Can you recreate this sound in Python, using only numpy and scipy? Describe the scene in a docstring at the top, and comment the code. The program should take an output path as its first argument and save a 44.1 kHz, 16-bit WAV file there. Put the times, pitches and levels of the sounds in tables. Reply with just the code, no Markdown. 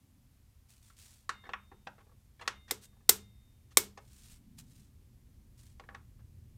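"""A torque wrench tightens a pinch bolt on a motorcycle fork, heard close up in a small garage.
The socket knocks and scrapes into place, ringing the fork leg; the wrench clicks over and snaps back,
its toggle rattling in the steel tube and jolting the front end. A few blows set the brake disc singing.
A sleeve rustles as the arm moves in and out, over a low rumble and a faint hiss."""
import sys
import numpy as np
from scipy import signal
from scipy.fft import rfft, irfft, next_fast_len
from scipy.io import wavfile
from scipy.ndimage import uniform_filter1d

SR = 44100
rng = np.random.default_rng(int(sys.argv[2]) if len(sys.argv) > 2 else 0)


def waveform_to_disk(signal):
    """Save audio, clipped to [-1, 1], as 16-bit WAV at the path in sys.argv[1]."""
    frames = np.transpose(np.atleast_2d(signal))
    scaled = np.clip(frames, -1, 1) * 32767
    samples = np.round(scaled).astype(np.int16)
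    wavfile.write(sys.argv[1], SR, samples)


N = 290125

# wrench clicks: start_s, level_db, stroke (0 clicking over .. 1 snapping back), rattle_s,
# thump_db (relative to the click), thump_lag_s, tilt_db_per_octave
CLICK_CUES = [(2.7098, -25.5, 0.29, 0.0033, -12.5, .009, -1.5), (3.0929, -10, 0, 0.0033, -18.5, .0016, 2),
              (3.7714, -11.5, 1, 0.002, -16, 0.0018, 1.3)]


def undb(db):
    """Decibels to gain."""
    return 10 ** (np.asarray(db) / 20)


def unit(x):
    """Scale to an energy of one."""
    return x / np.sqrt(np.sum(x ** 2))


def level(x, db):
    """Scale to an rms level."""
    return unit(x) * np.sqrt(len(x)) * undb(db)


def blow(x, db):
    """Give a hit the energy of 5 ms at the stated level."""
    return unit(x) * np.sqrt(.005 * SR) * undb(db)


def fade(t, t60):
    """Exponential decay, 60 dB down after t60 seconds."""
    return np.exp(-np.log(1000) * t / max(t60, 1e-4))


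def ring(t, modes):
    """Damped sines from rows of pitch_hz, t60_s, gain_db; neighbours swing in opposite directions."""
    return sum((-1) ** k * undb(db) * fade(t, t60) * np.sin(2 * np.pi * hz * t)
               for k, (hz, t60, db) in enumerate(modes))


def shape(x, db_of_hz):
    """Minimum-phase EQ with a given gain curve, built from its cepstrum."""
    size = 2 * next_fast_len(len(x))
    hz = np.maximum(np.fft.rfftfreq(size, 1 / SR), 1)
    cepstrum = irfft(np.log(undb(db_of_hz(hz))))
    cepstrum[1:size // 2] *= 2
    cepstrum[size // 2 + 1:] = 0
    return irfft(rfft(x, size) * np.exp(rfft(cepstrum)))[:len(x)]


def colour(x, points):
    """EQ through points of freq_hz, gain_db."""
    freq_hz, gain_db = np.transpose(points)
    return shape(x, lambda hz: np.interp(np.log(hz), np.log(freq_hz), gain_db))


def tilt(x, db_per_octave, corner_hz):
    """Brighten or dull above a corner: harder or softer contact."""
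    return shape(x, lambda hz: db_per_octave * np.log2(1 + (hz / corner_hz) ** 2) / 2)


def wander(rate_hz):
    """Random modulation with an rms of one, gliding from value to value."""
    hold = int(SR / rate_hz)
    steps = np.repeat(rng.standard_normal(N // hold + 1), hold)
    return level(uniform_filter1d(steps, hold)[:N], 0)


def add(track, start_s, sound):
    """Mix a sound in at its cue."""
    start = int(start_s * SR)
    track[start:start + len(sound)] += sound[:N - start]


def room_tone(deep_db=-66, upper_db=-75, hiss_db=-76, growth_db_per_s=1.22, split_hz=130, waver_db=.5):
    """A low rumble from outside grows slowly and swells now and then under an even hiss."""
    # rumble spectrum: freq_hz, gain_db
    rumble_eq = [(15, -29), (24, -3.5), (40, -2), (72, 0), (100, -4), (125, -5.5), (160, -18), (215, -11.5),
                 (260, -18), (320, -21.5), (450, -28), (700, -43.5), (1500, -77.5)]
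    # hiss spectrum: freq_hz, gain_db
    hiss_eq = [(290, -30), (500, -7), (1050, -8.5), (1400, -11.5), (1690, -11), (2160, -10.5),
               (3700, -12.5), (14500, -13), (16000, -24)]
    # rumble swells: peak_s, half_width_s, centre_hz, level_db
    swells = [(.15, 0.27, 208, -72), (4.62, 0.28, 172, -60.5), (6.451, 0.36, 101, -60)]
    t = np.arange(N) / SR
    rumble = colour(rng.standard_normal(N), rumble_eq)
    deep = signal.sosfilt(signal.butter(4, split_hz, "low", fs=SR, output="sos"), rumble)
    upper = signal.sosfilt(signal.butter(4, split_hz, "high", fs=SR, output="sos"), rumble)
    waver = undb(waver_db * wander(rate_hz=5.4))
    bed = undb(growth_db_per_s * t) * (level(deep, deep_db) + level(upper, upper_db) * waver)
    edge_ratio = 2 ** .54  # swells reach about half an octave either side of their centre
    for peak_s, half_width_s, hz, db in swells:
        band = signal.butter(4, [hz / edge_ratio, hz * edge_ratio], "band", fs=SR, output="sos")
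        swell = level(signal.sosfilt(band, rng.standard_normal(N)), db)
        bed += swell * np.exp(-((t - peak_s) / half_width_s) ** 2)
    return bed + level(colour(rng.standard_normal(N), hiss_eq), hiss_db)


def sleeve_rustle(grain_db=3, grain_rate_hz=300):
    """Cloth slides in short strokes, its fibres catching unevenly."""
    # arm strokes: start_s, rise_s, fall_s, level_db
    strokes = [(0.681, 0.018, 0.16, -66), (.81, 0.054, 0.13, -66.5), (.965, 0.025, 0.29, -59.5),
               (2.808, 0.032, 0.026, -55), (3.979, 0.354, 0.065, -60.5), (4.572, 0.015, 0.034, -53.5),
               (4.6, 0.16, 0.17, -69), (5.573, 0.0082, 0.19, -64)]
    # cloth friction spectrum: freq_hz, gain_db
    cloth_eq = [(200, -21), (1200, -9), (2800, -4), (5500, -2.5), (9000, -1), (11000, -7), (15000, -10),
                (17000, -21.5)]
    t = np.arange(N) / SR
    envelope = sum(undb(db) * np.interp(t, [start, start + rise, start + rise + fall], [0, 1, 0])
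                   for start, rise, fall, db in strokes)
    fibres = rng.standard_normal(N) * undb(grain_db * wander(grain_rate_hz))
    return envelope * level(colour(fibres, cloth_eq), 0)


def socket_knocks(dense_db=-1, dense_t60_s=.032, weight_hz=850, clean_s=.0009):
    """The socket hits the bolt or drags in tiny slips, ringing the fork. Rows: direct, reverb send."""
    # socket hits: start_s, level_db, tilt_db_per_octave, weight_db (low shelf), drag_s
    hits = [(.901, -60, -8, -16, 0.00049), (1.2923, -28, 1.5, 1, 0.00031), (1.492, -40, -7, 5, 0.00031),
            (1.5346, -31.5, -10, -5.5, 0.00041), (1.714, -50, -9, 13, 0.0036),
            (1.8689, -38, -4.5, 9, 0.0015), (2.4085, -42.5, -0.5, 4.5, 0.0053),
            (2.4766, -25.5, 2.5, 2.5, 0.000089), (3.972, -45, 0, 14, 0.0035),
            (5.7972, -46.5, -2.5, 14, 0.00033), (5.8378, -59, -2, 13, 0.00064),
            (5.8887, -45, -11.5, -0.5, 0.00021), (5.9477, -43, -3, 0, 0.00024)]
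    # modes of the fork leg with the socket on it: pitch_hz, t60_s, gain_db
    fork_modes = [(485, 0.077, -17.5), (790, 0.051, -9), (1118, 0.053, 0), (1334, 0.039, -3.5),
                  (1715, 0.045, 0.5), (1893, 0.043, 0.5), (2180, .02, -10), (2625, .025, -8),
                  (3460, .022, -7.5), (4360, .02, -18), (5591, 0.058, -16.5)]
    # spectrum of the fork's dense modes: freq_hz, gain_db
    fork_eq = [(100, -23.5), (350, -16.5), (700, -11.5), (1200, 0), (1900, -1.5), (2500, -3.5), (3500, -8),
               (6000, -13), (10000, -26.5), (16000, -46)]
    direct, send = np.zeros((2, N))
    t = np.arange(SR // 8) / SR
    for start_s, db, tilt_db, weight_db, drag_s in hits + socket_shifts() + socket_gives():
        slips, grain = rng.standard_normal((2, len(t)))
        age = t / max(drag_s, 1e-4)
        scrape = unit(slips * np.abs(slips) * age * np.exp(-age))
        clean = np.exp(-drag_s / clean_s)  # short contacts are one clean strike, long ones all slips
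        force = clean * signal.unit_impulse(len(t)) + (1 - clean) * scrape
        force = shape(force, lambda hz: weight_db / (1 + (hz / weight_hz) ** 6))
        force = tilt(force, tilt_db, corner_hz=1192.6)
        dense_ring = colour(grain * fade(t, dense_t60_s), fork_eq)
        fork = unit(ring(t, fork_modes)) + undb(dense_db) * unit(dense_ring)
        add(direct, start_s, blow(signal.fftconvolve(force, fork)[:len(t)], db))
        add(send, start_s, blow(colour(force, fork_eq), db))
    return np.array([direct, send])


def brake_disc(beat_hz=3.8, twin_db=-13):
    """The brake disc sings on faintly after a blow; its modes come in close pairs that beat gently."""
    # disc modes: pitch_hz, t60_s, gain_db
    modes = [(2100, 0.97, -5), (2820, 0.54, -5), (3660, 1.7, -4)]
    # blows that reach the disc: start_s, gain_db
    blows = [(1.2925, -59), (2.4772, -61), (3.0933, -63)]
    track = np.zeros(N)
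    t = np.arange(2 * SR) / SR
    twins = [(hz + beat_hz, t60, db + twin_db) for hz, t60, db in modes]
    singing = ring(t, modes) - ring(t, twins)
    for start_s, db in blows:
        add(track, start_s, undb(db) * singing)
    return track


def socket_shifts(touches=3, weight_db=11, drag_s=.0031, scatter_db=1.5, jitter=.14):
    """Cues for socket_knocks: each shift on the bolt head breaks into light, unevenly spaced touches."""
    # shifts of the socket: start_s, length_s, level_db, tilt_db_per_octave
    shifts = [(1.436, 0.043, -52, -5.5), (1.976, 0.041, -59.5, -4), (2.073, 0.062, -63.5, -19.5),
              (2.391, 0.098, -54, -3), (2.677, 0.031, -55, 3), (2.93, .11, -70, -9.5),
              (3.707, .018, -66, 7.5), (5.901, 0.056, -58.5, -12.5), (6.187, .02, -70.5, -2)]
    cues = []
    for start_s, length_s, db, tilt_db in shifts:
        for k, (late, loud) in enumerate(rng.standard_normal((touches, 2))):
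            touch_s = start_s + length_s * (k + jitter * late) / touches
            cues.append((touch_s, db + scatter_db * loud, tilt_db, weight_db, drag_s))
    return cues


def socket_gives(lead_s=.0022, relative_db=-28.5, tilt_db_per_octave=3.5, weight_db=-7, drag_s=.00079):
    """Cues for socket_knocks: under full torque the socket gives just before the wrench clicks over."""
    return [(click_s - lead_s, click_db + relative_db, tilt_db_per_octave, weight_db, drag_s)
            for click_s, click_db, stroke, *_ in CLICK_CUES if stroke < .5]


def wrench_clicks(crack_t60_s=.016, build_s=.000099, thump_send_db=-6):
    """The toggle slams into the tube, rattles and jolts the front end. Rows: direct, reverb send."""
    # modes of the wrench tube and head: pitch_hz, t60_s, click_over_db, snap_back_db
    wrench_modes = [(786, 0.027, -11.5, -12), (1147, 0.024, -12, 0.5), (1350, 0.0043, -10, -23.5),
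                    (2060, 0.06, -10.5, -12), (2210, 0.17, -37.5, -19.5), (2240, 0.021, -9, 2.5),
                    (3678, 0.02, -3, 0.5), (3900, 0.01, 4.5, -16.5), (5290, .022, -7.5, 1),
                    (5960, 0.012, -17, -4.5), (6350, 0.0093, -16.5, -9.5), (7500, 0.03, 0.5, -4),
                    (8450, 0.023, -5.5, 2.5), (9030, .025, -5.5, -6.5), (9630, 0.024, -9.5, -11.5),
                    (9750, 0.02, -6.5, -15.5), (10870, 0.035, -17.5, -8), (11700, 0.022, -6, -11.5),
                    (13100, 0.013, -1.5, -10.5), (14050, 0.018, 1, -4.5)]
    # spectrum of the wrench's dense modes: freq_hz, gain_db
    wrench_eq = [(100, -13.5), (300, -16), (650, -8.5), (1100, -3.5), (2200, -4.5), (3000, -2.5), (5000, 3),
                 (8500, 2), (11000, -3.5), (14000, 3.5), (15000, -8), (16000, -14)]
    # thump spectrum of the motorcycle's front end: freq_hz, gain_db
    front_end_eq = [(40, -23.5), (110, -15), (170, -16.5), (260, -5.5), (330, -6.5), (435, 2.5), (530, -6),
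                    (640, -23), (1500, -46)]
    direct, send = np.zeros((2, N))
    t = np.arange(SR // 4) / SR
    strike = signal.unit_impulse(len(t))
    for start_s, db, stroke, rattle_s, thump_db, thump_lag_s, tilt_db in CLICK_CUES:
        modes = [(hz, t60, over + stroke * (back - over)) for hz, t60, over, back in wrench_modes]
        tube = ring(t, modes) * (1 - np.exp(-t / build_s))  # the rattle pumps the modes up
        crack = rng.standard_normal(len(t)) * fade(np.maximum(t - rattle_s, 0), crack_t60_s)
        steel = unit(tube) + unit(colour(crack, wrench_eq))
        for track, sound in (direct, steel), (send, colour(strike, wrench_eq)):
            add(track, start_s, blow(tilt(sound, tilt_db, corner_hz=2000), db))
        thump = blow(colour(strike, front_end_eq), db + thump_db)
        add(direct, start_s + thump_lag_s, thump)  # the heavy wheel answers a moment later
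        add(send, start_s + thump_lag_s, undb(thump_send_db) * thump)
    return np.array([direct, send])


def garage_reverb(send, onset_s=.0084, scatter_db=-11, scatter_t60_s=.031, standing_db=-19, build_s=.043):
    """Quick scatter off the wheel and lift, a short wall tail and slowly building standing waves."""
    # reverb tail bands: centre_hz, t60_s, gain_db
    tail_bands = [(150, .4, -12.5), (300, .27, -2), (596, 0.28, -8.5), (1200, 0.23, -9.5),
                  (2415, 0.23, -12.5), (4770, .22, -17), (9000, 0.18, -14.5), (14000, .16, -18)]
    # standing waves between the walls: pitch_hz, t60_s, gain_db
    room_modes = [(82.08, 0.41, -3), (131, .35, -6), (200, 0.6, 0.5), (256.5, 0.21, -5)]
    t = np.arange(SR * 3 // 4) / SR
    log_hz = np.log(np.maximum(np.fft.rfftfreq(len(t), 1 / SR), 1))
    log_centres = np.log([hz for hz, _, _ in tail_bands])
    noise_spectrum = rfft(rng.standard_normal(len(t)))
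    attack = 1 - np.exp(-(t / onset_s) ** 2)
    scatter = rng.standard_normal(len(t)) * attack * fade(t, scatter_t60_s)
    response = undb(scatter_db) * unit(scatter)
    for (_, t60, db), weights in zip(tail_bands, np.eye(len(tail_bands))):
        band = irfft(noise_spectrum * np.interp(log_hz, log_centres, weights), len(t))
        response += undb(db) * band * unit(attack * fade(t, t60))
    standing = ring(t, room_modes) * (1 - np.exp(-t / build_s))
    response += undb(standing_db) * unit(standing)
    return signal.fftconvolve(send, response)[:N]


def scene():
    """Tool, motorcycle and sleeve in the garage, in mono."""
    # the walls hear the metal from every side, so single modes average out in the send
    direct, send = socket_knocks() + wrench_clicks() + sleeve_rustle()
    return (direct + garage_reverb(send) + brake_disc() + room_tone())[None]


def record(dry, top_hz=16000):
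    """Clip at full scale and cut the extreme treble."""
    lowpass = signal.ellip(8, .2, 70, top_hz, fs=SR, output="sos")
    return signal.sosfilt(lowpass, np.clip(dry, -1, 1))


dry = scene()
out = record(dry)
waveform_to_disk(out)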